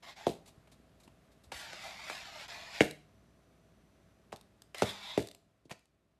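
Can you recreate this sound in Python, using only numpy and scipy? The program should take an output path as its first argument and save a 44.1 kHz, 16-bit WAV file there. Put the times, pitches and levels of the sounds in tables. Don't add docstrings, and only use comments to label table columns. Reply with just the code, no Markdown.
import sys
import numpy as np
from scipy import signal
from scipy.fft import rfft, irfft
from scipy.io import wavfile

SR = 44100
rng = np.random.default_rng(int(sys.argv[2]) if len(sys.argv) > 2 else 0)


def to_wav(s):
    ch = np.atleast_2d(s).T
    pcm = np.round(np.clip(ch, -1, 1) * 32767)
    wavfile.write(sys.argv[1], SR, pcm.astype(np.int16))


N = 273017
TIME = np.arange(N) / SR

# start_s, thump_db, thump_hz, crack_db, crack_hz (relative levels),
# tension (factor on the ringing modes), wait_s (until the rim lands again)
BLOWS = [(0.2659, 21.5, 490.2, -5.5, 3100, 1.13, .026), (1.5188, -0.5, 700, -9, 2120, 1.4, .008),
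         (1.73, -8.5, 510, -14, 1980, 1.2, .011), (2.0968, 0.5, 720, -3, 1670, 0.97, 0.012),
         (2.8053, 28.5, 400, 16.5, 2180, 1.035, 0.0096), (4.325, 2, 646, -15, 1905, 1.15, 0.0091),
         (4.819, 21.5, 431, 11, 1110, 1.35, .0115), (4.8205, 9, 607, 2.5, 2450, 0.8, 0.01),
         (5.1743, 23, 396, 0, 2170, .97, .0176), (5.652, -11, 302, -47.5, 1514, 1.06, .007),
         (5.7117, -4.5, 606, -8, 2040, 1.06, 0.0098)]


def amp(db):
    return 10 ** (np.asarray(db) / 20)


def unit(x):
    return x / np.sqrt(np.mean(x ** 2) + 1e-20)


def read(points, hz):
    f, value = np.transpose(points)
    return np.interp(np.log(hz + 1), np.log(f + 1), value)


def add(mix, s, sound):
    part = mix[max(round(s * SR), 0):][:len(sound)]
    part += sound[:len(part)]


def colour(x, points, size=2048):
    hz = abs(np.fft.fftfreq(size, 1 / SR))
    log_gain = np.log(amp(read(points, hz)))
    spectrum = np.exp(np.conj(signal.hilbert(log_gain)))
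    kernel = np.fft.ifft(spectrum).real
    return signal.oaconvolve(x, kernel / np.linalg.norm(kernel))[:len(x)]


def drift(rate_hz):
    hz = np.fft.rfftfreq(N, 1 / SR)
    spectrum = rfft(rng.standard_normal(N)) * np.exp(-(hz / rate_hz) ** 2)
    return unit(irfft(spectrum, N))


def hump(hz, centre_hz, octaves):
    return np.exp(-.5 * (np.log2((hz + 1) / centre_hz) / octaves) ** 2)


def tail(t60, start, size=22050, count=15):
    taps = np.zeros(size)
    at = np.arange(int(start * SR), size - count, count)
    taps[at + rng.integers(0, count, len(at))] = rng.choice([-1., 1.], len(at))
    hz, t, bands = signal.stft(taps, SR, nperseg=128)
    decay = amp(-60 * t / read(t60, hz)[:, None])
    echoes = signal.istft(bands * decay, SR, nperseg=128)[1]
    return echoes / np.linalg.norm(echoes)


def background():
    # frequency_hz, relative_level_db
    air_spectrum = [(18, -43), (30, -14), (49, -4), (85, -3.5), (169, -1), (400, -9.5), (432, -12),
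                    (649, -10.5), (926, -20.5), (1020, -16.5), (4360, -29), (6070, -32), (13000, -36.5)]
    # time_s, gain_db
    background_level = [(0, -3), (.5, 3), (4.2, 1.5), (5.15, -1.5), (5.85, -8)]
    # frequency_hz, level_db
    hum_tones = [(59.2, -75.5), (100, -80), (403.7, -84), (651.4, -82.5)]

    air = amp(-68) * unit(colour(rng.standard_normal(N), air_spectrum, size=8192))
    air = air * amp(0.18 * drift(8))
    hum = np.zeros(N)
    for hz, db in hum_tones:
        turns = np.cumsum(hz + 1.6 * drift(6)) / SR
        hum += amp(db) * unit(np.sin(2 * np.pi * turns))
    whine_turns = np.cumsum(5940 + 14 * drift(30)) / SR
    whine = amp(-92.5) * unit(np.sin(2 * np.pi * whine_turns))
    still = np.interp(TIME, [2.8, 3, 4.2, 4.5], [0, 1, 1, 0])
    gain_db = np.interp(TIME, *np.transpose(background_level))
    return (air + hum + whine * still) * amp(gain_db)


def scrape():
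    # frequency_hz, relative_level_db
    sheet_spectrum = [(300, -20), (450, -18), (650, -1.5), (1000, -7), (1450, -0.5), (2000, 4),
                      (2600, -0.5), (3400, -5), (4200, -3.5), (5200, -4), (5900, -10), (7600, -11),
                      (8600, -22), (13000, -31)]
    hollow_spectrum = [(200, -15), (450, -15.5), (680, 1), (900, -3.5), (1200, -3), (1600, -8),
                       (3000, -28.5)]
    grit_spectrum = [(3000, -31), (6000, -7.5), (8000, 0), (10000, -2), (13000, -5)]

    force, grit_gain, whistle_gain, hollow_gain = rim_motion()
    judder = amp(0.6 * drift(41))
    sliding = rim_echoes(slips(5000, spread_db=1.0), depth=0.36, wander=.18)
    body = amp(-2.5) * force * unit(colour(sliding, sheet_spectrum))
    hollow = amp(-3.5) * hollow_gain * unit(colour(sliding, hollow_spectrum))
    grit = grit_gain * colour(slips(5000, spread_db=1.0), grit_spectrum)
    hz = np.fft.rfftfreq(N, 1 / SR)
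    rim = irfft(rfft(slips(5000, spread_db=1.5)) * hump(hz, 3594, octaves=0.13), N)
    whistle = whistle_gain * unit(rim)
    return judder * (body + hollow + grit + whistle)


def rim_motion():
    # start_s, end_s, pressure_db (before shoves),
    # hollow_db (relative to the pressure)
    strokes = [(0.031, 0.119, -54, 0), (0.166, 0.26, -52.5, -2), (1.524, 2.446, -49.5, -4.5),
               (2.487, 2.801, -50, -2), (4.751, 5.168, -53, -3.5)]
    # centre_s, half_width_s (sigma of a bell),
    # surge_db, extra_grit_db, extra_whistle_db
    shoves = [(.1, 0.025, 2.5, 2.5, 6.5), (1.585, 0.055, 3.5, 14, 5), (1.67, .03, 1, 1, -2),
              (1.85, 0.047, 4, 7, 1.5), (2.13, 0.069, 5, 7.5, 3), (2.41, 0.025, 4, 2, 1),
              (2.53, 0.043, 5, 1, 3), (2.78, 0.04, 6.5, 3, -2), (4.796, 0.022, 8, 10.5, -4),
              (4.885, 0.042, 10, 13, 11), (5.094, 0.078, 5, 6, 13)]
    bite_s, let_go_s = 0.0089, .035
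    grit_db, whistle_db = -23, -14
    hollow_per_surge = -0.8
    wander_hz = 12

    surge_db, extra_grit_db, extra_whistle_db = np.zeros((3, N))
    for centre, width, surge, more_grit, more_whistle in shoves:
        bell = np.exp(-.5 * ((TIME - centre) / width) ** 2)
        surge_db += surge * bell
        extra_grit_db += more_grit * bell
        extra_whistle_db += more_whistle * bell

    force, hollow = np.zeros((2, N))
    for start, end, pressure_db, hollow_db in strokes:
        contact = np.interp(TIME, [start - bite_s, start, end, end + let_go_s], [0, 1, 1, 0])
        push = amp(pressure_db + surge_db) * contact
        force += push
        hollow += push * amp(hollow_db)
    grit = force * amp(grit_db + extra_grit_db)
    whistle = force * amp(whistle_db + extra_whistle_db + 2 * drift(wander_hz))
    hollow = hollow * amp(hollow_per_surge * surge_db + 2.5 * drift(wander_hz))
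    return force, grit, whistle, hollow


def slips(per_s, spread_db):
    size = amp(spread_db * np.minimum(rng.exponential(1, N), 4))
    size = size * rng.choice([-1., 1.], N)
    return unit(size * (rng.random(N) < per_s / SR))


def rim_echoes(x, depth, wander, count=6):
    out = x.copy()
    for delay in np.geomspace(.0007, .007, count):
        moving_delay = delay * (1 + wander * drift(2.5))
        out += depth * np.interp(TIME - moving_delay, TIME, x)
    return unit(out)


def ticks(size=4096):
    # start_s, level_db (of the burst before colouring)
    clicks = [(2.481, -37.5), (2.852, -29.5), (2.91, -26), (4.3605, -35.5), (4.369, -42), (4.4112, -40.5),
              (4.6201, -34.5), (4.776, -38.5), (4.7826, -26.5), (5.272, -31.5), (5.286, -33.5),
              (5.313, -34), (5.348, -37.5), (5.7927, -50), (5.8556, -53.5)]
    rustles = [(.457, -48), (.474, -44.5), (.715, -48.5), (.998, -52.5), (1.032, -51), (1.315, -57),
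               (1.435, -50.5)]
    scuffs = [(.17, -54.5), (.673, -54.5), (2.409, -45.5), (1.076, -52.5), (1.5175, -35), (4.3213, -44),
              (4.7451, -33.5), (5.695, -49.5), (5.701, -48), (5.708, -40), (5.724, -47)]
    # frequency_hz, relative_level_db
    bright_spectrum = [(300, -28), (1500, -11.5), (3800, 4), (5500, -4), (8000, -3.5), (13000, -11)]
    dull_spectrum = [(150, -19.5), (650, 6.5), (1500, -4), (3000, 0.5), (6000, -17.5), (13000, -36)]
    # rows, dull part against the bright part (dB), time to die by 60 dB (s)
    kinds = [(clicks, -7, 0.011), (rustles, -4, 0.094), (scuffs, 7.5, .03)]

    bright, dull = np.zeros((2, N))
    t = np.arange(size) / SR
    for rows, dull_db, length in kinds:
        age = t / length
        onset = 1 - np.exp(-age / 0.056)
        for s, db in rows:
            burst = amp(db - 60 * age) * onset * rng.standard_normal(size)
            add(bright, s, burst)
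            add(dull, s, burst * amp(dull_db))
    return amp(-5.5) * (colour(bright, bright_spectrum) + colour(dull, dull_spectrum))


def knocks():
    # frequency_hz, t60_s
    sheet_t60 = [(100, 0.083), (600, 0.13), (2000, 0.026), (12000, 0.04)]
    travel = 0.0045

    out = np.zeros(N)
    for s, thump_db, thump_hz, crack_db, crack_hz, tension, wait in BLOWS:
        snap_db = -12 + .6 * crack_db
        for at, db, pitch in [(s, 0, 1), (s + wait, -10, 0.57)]:
            wave = knock(thump_db + db, thump_hz * pitch, crack_db + db, crack_hz,
                         snap_db + db, travel, tension)
            bounces = signal.fftconvolve(wave, tail(sheet_t60, start=.003))[:len(wave)]
            add(out, at, wave + amp(-13.5) * bounces)
    return out


def knock(thump_db, thump_hz, crack_db, crack_hz, snap_db, travel, tension, size=16384):
    # frequency_hz (before tension), relative_level_db, t60_s
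    cone_modes = [(120, 5.5, 0.21), (146.3, 3.5, 0.59), (167.2, 3.5, .2), (205.9, 4.5, 0.23),
                  (260, -3.5, 0.18), (325, 3.5, 0.066), (345, -1.5, .18), (426.2, -7.5, 0.099),
                  (480, -10, 0.082), (562, -13.5, 0.2), (633.6, -1, .2), (697, -0.5, 0.28),
                  (700, -1.5, 0.57), (757, -5, 0.18), (800, -8.5, 0.28)]

    hz, t = np.fft.rfftfreq(size, 1 / SR), np.arange(size) / SR
    crossing = np.exp(-4j * np.pi * travel * np.sqrt(500 * hz))
    ratio = hz / thump_hz
    rolloff = np.sqrt(1 + ratio ** 4.8 + (ratio / 1.26) ** 11)
    thump = amp(thump_db + 1.5) * ratio ** 1.28 / rolloff
    rough = 0.65 + 0.61 * rfft(rattle(t60=0.016), size)
    crack = amp(crack_db) * hump(hz, crack_hz, octaves=0.44) * rough
    snap = amp(snap_db) * hump(hz, 4100, octaves=0.82) * rfft(rattle(t60=0.051), size)
    wave = irfft((thump + crack + snap) * crossing)
    ring = np.zeros(size)
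    for f, db, t60 in cone_modes:
        decay = np.exp(-np.log(1000) * t / t60)
        ring += amp(db) * decay * np.sin(2 * np.pi * f * tension * t)
    return wave + amp(-68.5) * signal.fftconvolve(wave, ring)[:size]


def rattle(t60, size=4096):
    burst = rng.standard_normal(size) * amp(-60 * np.arange(size) / SR / t60)
    return burst / np.linalg.norm(burst)


def crinkle(per_s=1100, length=0.125):
    # frequency_hz, relative_level_db
    crinkle_spectrum = [(500, -14.5), (2000, -1.5), (3800, 3), (5500, -5.5), (8000, -4.5), (10000, -9),
                        (13000, -10)]

    strain = np.zeros(N)
    for s, thump_db, *_ in BLOWS:
        if thump_db > 10:
            settling = np.interp(TIME - s, [0, .006, length / 2, length], [0.003, 0.99, 0.28, 0.00086])
            strain += amp(0.83 * thump_db) * settling
    return amp(-65.5) * strain * colour(slips(per_s, spread_db=1.5), crinkle_spectrum)


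def paws(size=4096):
    # start_s, envelope_peak_db, pitch_hz
    paw_falls = [(0.576, -51.5, 138), (0.799, -51.5, 230), (1.077, -51.5, 263), (1.468, -53, 73.5),
                 (1.547, -50, 58), (4.336, -51, 119), (4.835, -30, 102), (5.714, -43, 157)]

    out, t = np.zeros(N), np.arange(size) / SR
    for s, db, hz in paw_falls:
        swell = t * hz / 0.46
        envelope = swell * np.exp(1 - swell)
        add(out, s, amp(db) * envelope * np.sin(2 * np.pi * hz * t))
    return out


def scene():
    # frequency_hz, t60_s
    room_t60 = [(100, .3), (500, 0.3), (2000, 0.33), (5000, 0.39), (12000, 0.31)]

    cat = scrape() + ticks() + knocks() + crinkle() + paws()
    room = signal.oaconvolve(cat, tail(room_t60, start=.008))[:N]
    return (cat + amp(-13.0) * room + background())[None]


def record(dry):
    bass_cut = signal.butter(2, 45, "high", fs=SR, output="sos")
    thin = signal.sosfilt(bass_cut, dry)
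    band_limit = signal.firwin(401, 13230, window=("kaiser", 8), fs=SR)
    return signal.oaconvolve(thin, band_limit[None], "same")


dry = scene()
out = record(dry)
to_wav(out)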